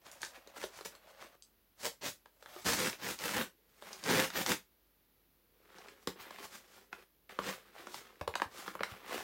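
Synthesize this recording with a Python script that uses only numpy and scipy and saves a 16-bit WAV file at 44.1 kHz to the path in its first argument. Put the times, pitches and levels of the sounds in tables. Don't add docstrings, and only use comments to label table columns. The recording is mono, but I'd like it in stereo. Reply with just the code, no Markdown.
import sys
import numpy as np
from scipy import signal
from scipy.fft import rfft, irfft
from scipy.io import wavfile

SR = 44100
rng = np.random.default_rng(int(sys.argv[2]) if len(sys.argv) > 2 else 0)


def transcribe(u):
    v = np.clip(np.atleast_2d(u).T, -1, 1)
    q = np.round(v * 32767).astype(np.int16)
    wavfile.write(sys.argv[1], SR, q)


N = 407043

# start/s, rise/s, length/s, rip/dB, drum/dB, fizz/dB
TEAR_PULLS = [(0.589, 0.038, 0.05, -50, -63.5, -57.5), (0.847, 0.01, 0.012, -55, -53, -49.5),
              (1.822, 0.026, 0.053, -51.5, -47.5, -48.5), (2.009, 0.048, 0.07, -51.5, -49.5, -46),
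              (2.644, 0.017, 0.095, -43, -43, -42), (2.748, 0.048, 0.13, -43, -44.5, -46.5),
              (2.978, 0.082, 0.14, -48, -51.5, -52.5), (3.177, 0.071, 0.14, -44, -49.5, -53),
              (3.328, 0.037, 0.086, -39, -42, -54.5), (4.024, 0.073, 0.18, -37, -36.5, -49),
              (4.171, 0.072, 0.08, -40, -48.5, -54), (4.323, 0.04, 0.094, -43.5, -46, -46.5),
              (4.447, 0.078, 0.067, -34.5, -35.5, -42), (7.403, 0.1, 0.09, -44.5, -45.5, -51.5)]
# t/s, facet f/Hz, facet/dB, crack/dB
CREASE_SNAPS = [(0.066, 620, -55, -62), (0.1155, 1720, -103, -51), (0.218, 1200, -79, -46.5),
                (0.2314, 1210, -38, -46), (0.474, 576, -66, -59), (0.6392, 640, -42, -48),
                (0.789, 900, -50.5, -64), (0.8107, 680, -49, -58), (0.9513, 1100, -58.5, -57.5),
                (1.225, 950, -51, -61.5), (2.2586, 870, -55.5, -69), (2.426, 700, -55, -61),
                (2.4603, 915, -50, -60), (2.563, 690, -49, -70), (2.9298, 1850, -45.5, -48),
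                (3.1895, 1560, -53.5, -47.5), (3.8236, 710, -50.5, -58), (3.931, 1230, -58, -47),
                (4.039, 700, -55, -43), (4.303, 1100, -43, -48), (4.463, 1270, -40, -37),
                (4.519, 1500, -32, -36.5), (5.703, 906, -60.5, -84), (5.785, 650, -53, -59),
                (5.885, 1700, -54, -58.5), (6.0737, 570, -36.5, -40), (6.267, 730, -57, -75),
                (6.3082, 880, -47, -57), (6.3858, 1060, -48, -61), (6.9292, 864, -40, -64),
                (7.3895, 820, -31.5, -47.5), (7.8708, 725, -44, -56.5), (7.944, 820, -41.5, -49),
                (8.2124, 750, -38, -58), (8.2776, 740, -33, -50), (8.34, 960, -42, -67),
                (8.355, 930, -31.5, -41.5), (8.3997, 990, -38.5, -57), (8.4194, 960, -27.5, -48),
                (8.6796, 920, -38, -67), (8.753, 714, -40.5, -66), (8.7934, 940, -46, -77),
                (8.8074, 825, -36.5, -80), (8.8339, 1300, -31.5, -44.5)]
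# t/s, level/dB
THIN_TICKS = [(0.249, -44.5), (0.256, -60), (0.267, -56), (1.4235, -52.5)]
# centre/s, half length/s, rub/dB, hiss/dB
HAND_STROKES = [(0.068, 0.019, -66, -59.5), (0.138, 0.0039, -68, -57), (0.244, 0.02, -76, -46),
                (0.355, 0.014, -54.5, -72), (0.574, 0.0078, -50.5, -53.5), (0.763, 0.03, -63, -53.5),
                (1.095, 0.013, -60.5, -65), (1.228, 0.025, -57, -64), (1.81, 0.012, -68, -49),
                (2.573, 0.059, -64.5, -52.5), (2.929, 0.014, -53.5, -64), (3.89, 0.035, -54.5, -74),
                (3.99, 0.099, -62, -56.5), (5.815, 0.083, -60, -77), (6.028, 0.024, -72.5, -66.5),
                (6.209, 0.0076, -53.5, -47), (6.443, 0.012, -52, -50), (6.547, 0.024, -58, -51.5),
                (6.75, 0.047, -64.5, -61.5), (7.526, 0.027, -47.5, -67), (7.948, 0.023, -80, -46),
                (8.596, 0.034, -52.5, -52), (8.68, 0.029, -52.5, -61), (9.157, 0.044, -43, -57)]
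# start/s, end/s, rub/dB
FINGER_GRIPS = [(0.064, 1.358, -69.5), (5.7, 5.93, -78), (6.156, 6.42, -57.5), (6.498, 6.667, -70.5),
                (6.915, 7.042, -66.5), (7.291, 8.209, -61), (8.521, 9.24, -60)]
# t/s, peak/dB
HAND_BUMPS = [(6.076, -55), (8.21, -44), (8.28, -45), (8.455, -50.5), (8.916, -46)]
# f/Hz, width/Hz, level/dB
LOOSE_MODES = [(73.7, 7.5, -23), (184.3, 32, 3.5), (327.4, 130, -6), (422.4, 88, 1), (536, 38, -3),
               (930, 44, -9.5)]
# f/Hz, level/dB
RIP_SPECTRUM = [(450, -10.5), (720, -7.5), (900, 0.5), (1150, -7.5), (1700, -1.5), (3400, -8), (7500, -18)]
# f/Hz, level/dB
FIZZ_SPECTRUM = [(2500, -6.5), (4900, -3), (7500, -4), (9500, -9), (15800, -11)]
# f/Hz, level/dB
RUB_SPECTRUM = [(400, -7.5), (800, 1.5), (1200, 4), (2000, 1.5), (3800, -3.5), (8000, -12.5)]
# f/Hz, level/dB
PARCEL_SPECTRUM = [(60, -7.5), (150, -35.5), (360, 3), (600, 6.5), (1000, -26.5)]
# f/Hz, level/dB
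AIR_SPECTRUM = [(25, -24), (55, -3), (110, -7), (350, -6), (700, -14), (4500, -19), (8700, -29),
                (11500, -15), (15800, -14)]
# f/Hz, power share/1
DIRECT_SHARE = [(250, 0.78), (1000, 0.81), (4000, 0.62), (10000, 0.48)]
# f/Hz, level/dB
LEFT_BIAS = [(900, 4), (12000, 1)]


def tearing():
    rip_gain, drum_gain, fizz_gain = pull_gains()
    clumps = rms_one(from_db(2.5 * drift(rate_hz=420) + 1.6 * drift(rate_hz=97)))
    bundles = grains(per_s=2800, spread_db=0.5) * clumps
    fibres = grains(per_s=14000, spread_db=1.5) * clumps
    rip = from_db(5) * rip_gain * coloured(bundles, RIP_SPECTRUM)
    fizz = from_db(6) * fizz_gain * coloured(bundles + fibres, FIZZ_SPECTRUM)
    drum = from_db(4) * drum_gain * sheet(rms_one(bundles / np.sqrt(clumps)))
    return rip + fizz + drum


def pull_gains(stop_s=0.009, stop_share=0.055):
    t, gains = np.arange(N) / SR, 0
    for start_s, rise_s, length_s, *levels_db in TEAR_PULLS:
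        stopping = np.clip(t - start_s - length_s, 0, 1) / (stop_s + stop_share * length_s)
        speed = np.clip((t - start_s) / rise_s, 0, 1) * np.exp(-stopping)
        rip, drum, fizz = speed, speed ** 1.27, speed ** 0.69
        gains = gains + from_db(levels_db)[:, None] * np.array([rip, drum, fizz])
    return gains


def sheet(drive, tight_hz=554, loose_from_s=2.6):
    click = 1.0 * (np.arange(SR // 2) == 0)
    tight_ring = resonance(click, tight_hz, width_hz=110)
    loose_ring = sum((-1) ** k * from_db(db) * resonance(click, hz, width_hz)
                     for k, (hz, width_hz, db) in enumerate(LOOSE_MODES))
    loose = np.arange(N) > loose_from_s * SR
    return sum(signal.oaconvolve(drive * when, ring / np.linalg.norm(ring))[:N]
               for when, ring in [(~loose, tight_ring), (loose, loose_ring)])


def snaps(give_s=0.00058, settle_s=0.0022, span_s=0.0023, chatter=0.27, crack_q=1.7):
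    facets, thumps, cracks = np.zeros((3, N))
    size, lead = 1024, 200
    t = (np.arange(size) - lead) / SR
    envelope = np.exp(-np.maximum(t / settle_s, -t / give_s))
    for at_s, facet_hz, facet_db, crack_db in CREASE_SNAPS:
        at = round(at_s * SR) - lead + np.arange(size)
        flip = (t == 0) + chatter * rng.standard_normal(size) * envelope
        flip *= np.sqrt(span_s * SR) / np.linalg.norm(flip)
        ring = resonance(resonance(flip, facet_hz, width_hz=facet_hz), facet_hz, width_hz=2300)
        facets[at] += from_db(facet_db) * with_energy(ring, flip)
        thump_db = facet_db - 17 * np.log2(facet_hz / 700)
        thumps[at] += from_db(thump_db) * flip
        crack_hz = min(3750 * 2 ** ((crack_db - facet_db) / 41), SR / 4)
        crack = resonance(flip, crack_hz, crack_hz / crack_q)
        cracks[at] += from_db(crack_db) * with_energy(crack, flip)
    body = from_db(6.5) * coloured(thumps, PARCEL_SPECTRUM) + from_db(-4) * sheet(thumps)
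    return from_db(6) * facets + body + from_db(9.5) * cracks


def settling(re_crack_db=-4.5, decay_s=0.023):
    starts = np.zeros(N)
    for at_s, _, _, crack_db in CREASE_SNAPS:
        starts[round(at_s * SR)] = from_db(crack_db + re_crack_db)
    envelope = signal.lfilter([1], [1, -np.exp(-1 / (decay_s * SR))], starts + 1e-18)
    return envelope * coloured(grains(per_s=12000, spread_db=-3.5), RIP_SPECTRUM)


def sliding():
    rub_gain, sheet_gain, hiss_gain = hand_gains()
    friction = grains(per_s=14000, spread_db=0.5) * rms_one(from_db(2.23 * drift(rate_hz=110)))
    crinkles = grains(per_s=220, spread_db=3.5)
    catching = friction + from_db(-5.5) * crinkles
    light_touch = highpass(catching, 267, order=4)
    rub = from_db(1) * coloured(catching, RUB_SPECTRUM) + from_db(-3) * pops()
    ring = from_db(0.16) * sheet(light_touch)
    hiss = from_db(-1.5) * coloured(friction + from_db(-16) * crinkles, FIZZ_SPECTRUM)
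    return rub_gain * rub + sheet_gain * ring + hiss_gain * hiss


def hand_gains(edge_s=0.0039, waver_db=3, grip_hiss_db=-28.5):
    t = np.arange(N) / SR
    grip = sum(from_db(db) * np.clip(np.minimum(t - start_s, end_s - t) / edge_s, 0, 1)
               for start_s, end_s, db in FINGER_GRIPS)
    grip *= from_db(waver_db * drift(rate_hz=14))
    stroke_power = sum(from_db(levels_db)[:, None] ** 2 * (1 - np.tanh((t - centre_s) / half_s) ** 2)
                       for centre_s, half_s, *levels_db in HAND_STROKES)
    rub_gain, hiss_gain = np.sqrt(stroke_power + np.array([grip, from_db(grip_hiss_db) * grip]) ** 2)
    sheet_gain = from_db(-59) * (rub_gain / from_db(-49)) ** 0.56
    return rub_gain, sheet_gain, hiss_gain


def pops(low_hz=316, high_hz=1700, q=2.6, sizes=5):
    clicks = grains(per_s=51, spread_db=1)
    dent = rng.integers(0, sizes, N)
    out = np.zeros(N)
    for k, hz in enumerate(np.geomspace(low_hz, high_hz, sizes)):
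        ring = resonance(clicks * (dent == k), hz, hz / q)
        out += rms_one(resonance(ring, hz, 2 * hz))
    return rms_one(out)


def ticks(hz=5160, q=1.04, decay_s=0.00067, size=512):
    out = np.zeros(N)
    fade = np.exp(-np.arange(size) / (decay_s * SR))
    for at_s, db in THIN_TICKS:
        burst = rng.standard_normal(size) * fade
        ring = resonance(resonance(burst, hz, hz / q), hz, hz / q)
        out[round(at_s * SR) + np.arange(size)] += from_db(db) * rms_one(ring)
    return out


def bumps(contact_s=0.0015):
    t = np.arange(SR // 4) / SR
    swing = resonance(t * np.exp(-t / contact_s), hz=88, width_hz=43)
    pushes = np.zeros(N)
    for at_s, db in HAND_BUMPS:
        pushes[round(at_s * SR)] = from_db(db)
    return signal.oaconvolve(pushes, swing / np.abs(swing).max())[:N]


def room(x, stretches=60, size=16384):
    out = np.zeros((2, N + size))
    for at in np.array_split(np.arange(N), stretches):
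        out[:, at[0]:at[-1] + size] += signal.fftconvolve(x[None, at], room_response(size), axes=1)
    return out[:, size // 2:size // 2 + N]


def room_response(size, t60_s=0.18, build_s=0.004, shared_below_hz=415, lead_s=2e-5, wander_s=2.5e-5):
    t, hz = np.arange(size) / SR, np.fft.rfftfreq(size, 1 / SR)
    decay = from_db(-60 * t / t60_s) * (1 - np.exp(-t / build_s))
    tails = rfft(rng.standard_normal((3, size)) * decay) / np.linalg.norm(decay)
    shared = 1 / (1 + (hz / shared_below_hz) ** 2)
    echoes = np.sqrt(shared) * tails[0] + np.sqrt(1 - shared) * tails[1:]
    direct = at_hz(DIRECT_SHARE, hz)
    arrivals = np.sqrt(direct) + np.sqrt(1 - direct) * echoes
    right_lead_s = lead_s + wander_s * rng.standard_normal()
    balance = from_db(np.outer([1, -1], at_hz(LEFT_BIAS, hz)) / 2)
    delay = np.exp(1j * np.pi * np.outer([-1, 1], hz) * right_lead_s)
    return np.fft.fftshift(irfft(balance * delay * arrivals), axes=1)


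def background(air_db=-72.3, hum_hz=49.6, hum_db=-80):
    shared, left, right = (coloured(noise, AIR_SPECTRUM) for noise in rng.standard_normal((3, N)))
    hum = np.sqrt(2) * np.sin(2 * np.pi * hum_hz * np.arange(N) / SR)
    return from_db(air_db) * (shared + np.array([left, right])) + from_db(hum_db) * hum


def grains(per_s, spread_db):
    sizes = from_db(spread_db * np.minimum(rng.exponential(1, N), 4))
    return rms_one((rng.random(N) < per_s / SR) * sizes * rng.choice([-1, 1], N))


def drift(rate_hz):
    steps = np.arange(N) / SR * rate_hz
    return rms_one(np.interp(steps, np.arange(N // 20), rng.standard_normal(N // 20)))


def coloured(x, spectrum, size=4096):
    gain = from_db(at_hz(spectrum, np.fft.rfftfreq(size, 1 / SR)))
    cepstrum = irfft(np.log(gain))
    cepstrum[1:size // 2] *= 2
    cepstrum[size // 2 + 1:] = 0
    response = irfft(np.exp(rfft(cepstrum)))
    return signal.oaconvolve(x, response / np.linalg.norm(response))[:N]


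def resonance(x, hz, width_hz):
    radius = np.exp(-np.pi * width_hz / SR)
    feedback = [1, -2 * radius * np.cos(2 * np.pi * hz / SR), radius ** 2]
    return signal.lfilter(np.array([1, 0, -1]) * (1 - radius ** 2) / 2, feedback, x + 1e-18)


def highpass(x, hz, order):
    return signal.sosfilt(signal.butter(order, hz, "high", fs=SR, output="sos"), x)


def at_hz(table, hz):
    knots_hz, values = np.transpose(table)
    return np.interp(np.log(np.maximum(hz, 1)), np.log(knots_hz), values)


def with_energy(x, reference):
    return x * np.linalg.norm(reference) / np.linalg.norm(x)


def rms_one(x):
    return x / np.sqrt(np.mean(x ** 2) + 1e-20)


def from_db(db):
    return 10 ** (np.asarray(db) / 20)


def scene():
    unwrapping = tearing() + sliding() + snaps() + ticks() + settling()
    radiated = highpass(unwrapping, 68, order=2)
    return room(radiated + bumps()) + background()


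def record(dry, low_hz=42, high_hz=15950):
    lowpass = signal.firwin(401, high_hz, fs=SR)
    return signal.oaconvolve(highpass(dry, low_hz, order=4), lowpass[None], mode="same", axes=1)


dry = scene()
out = record(dry)
transcribe(out)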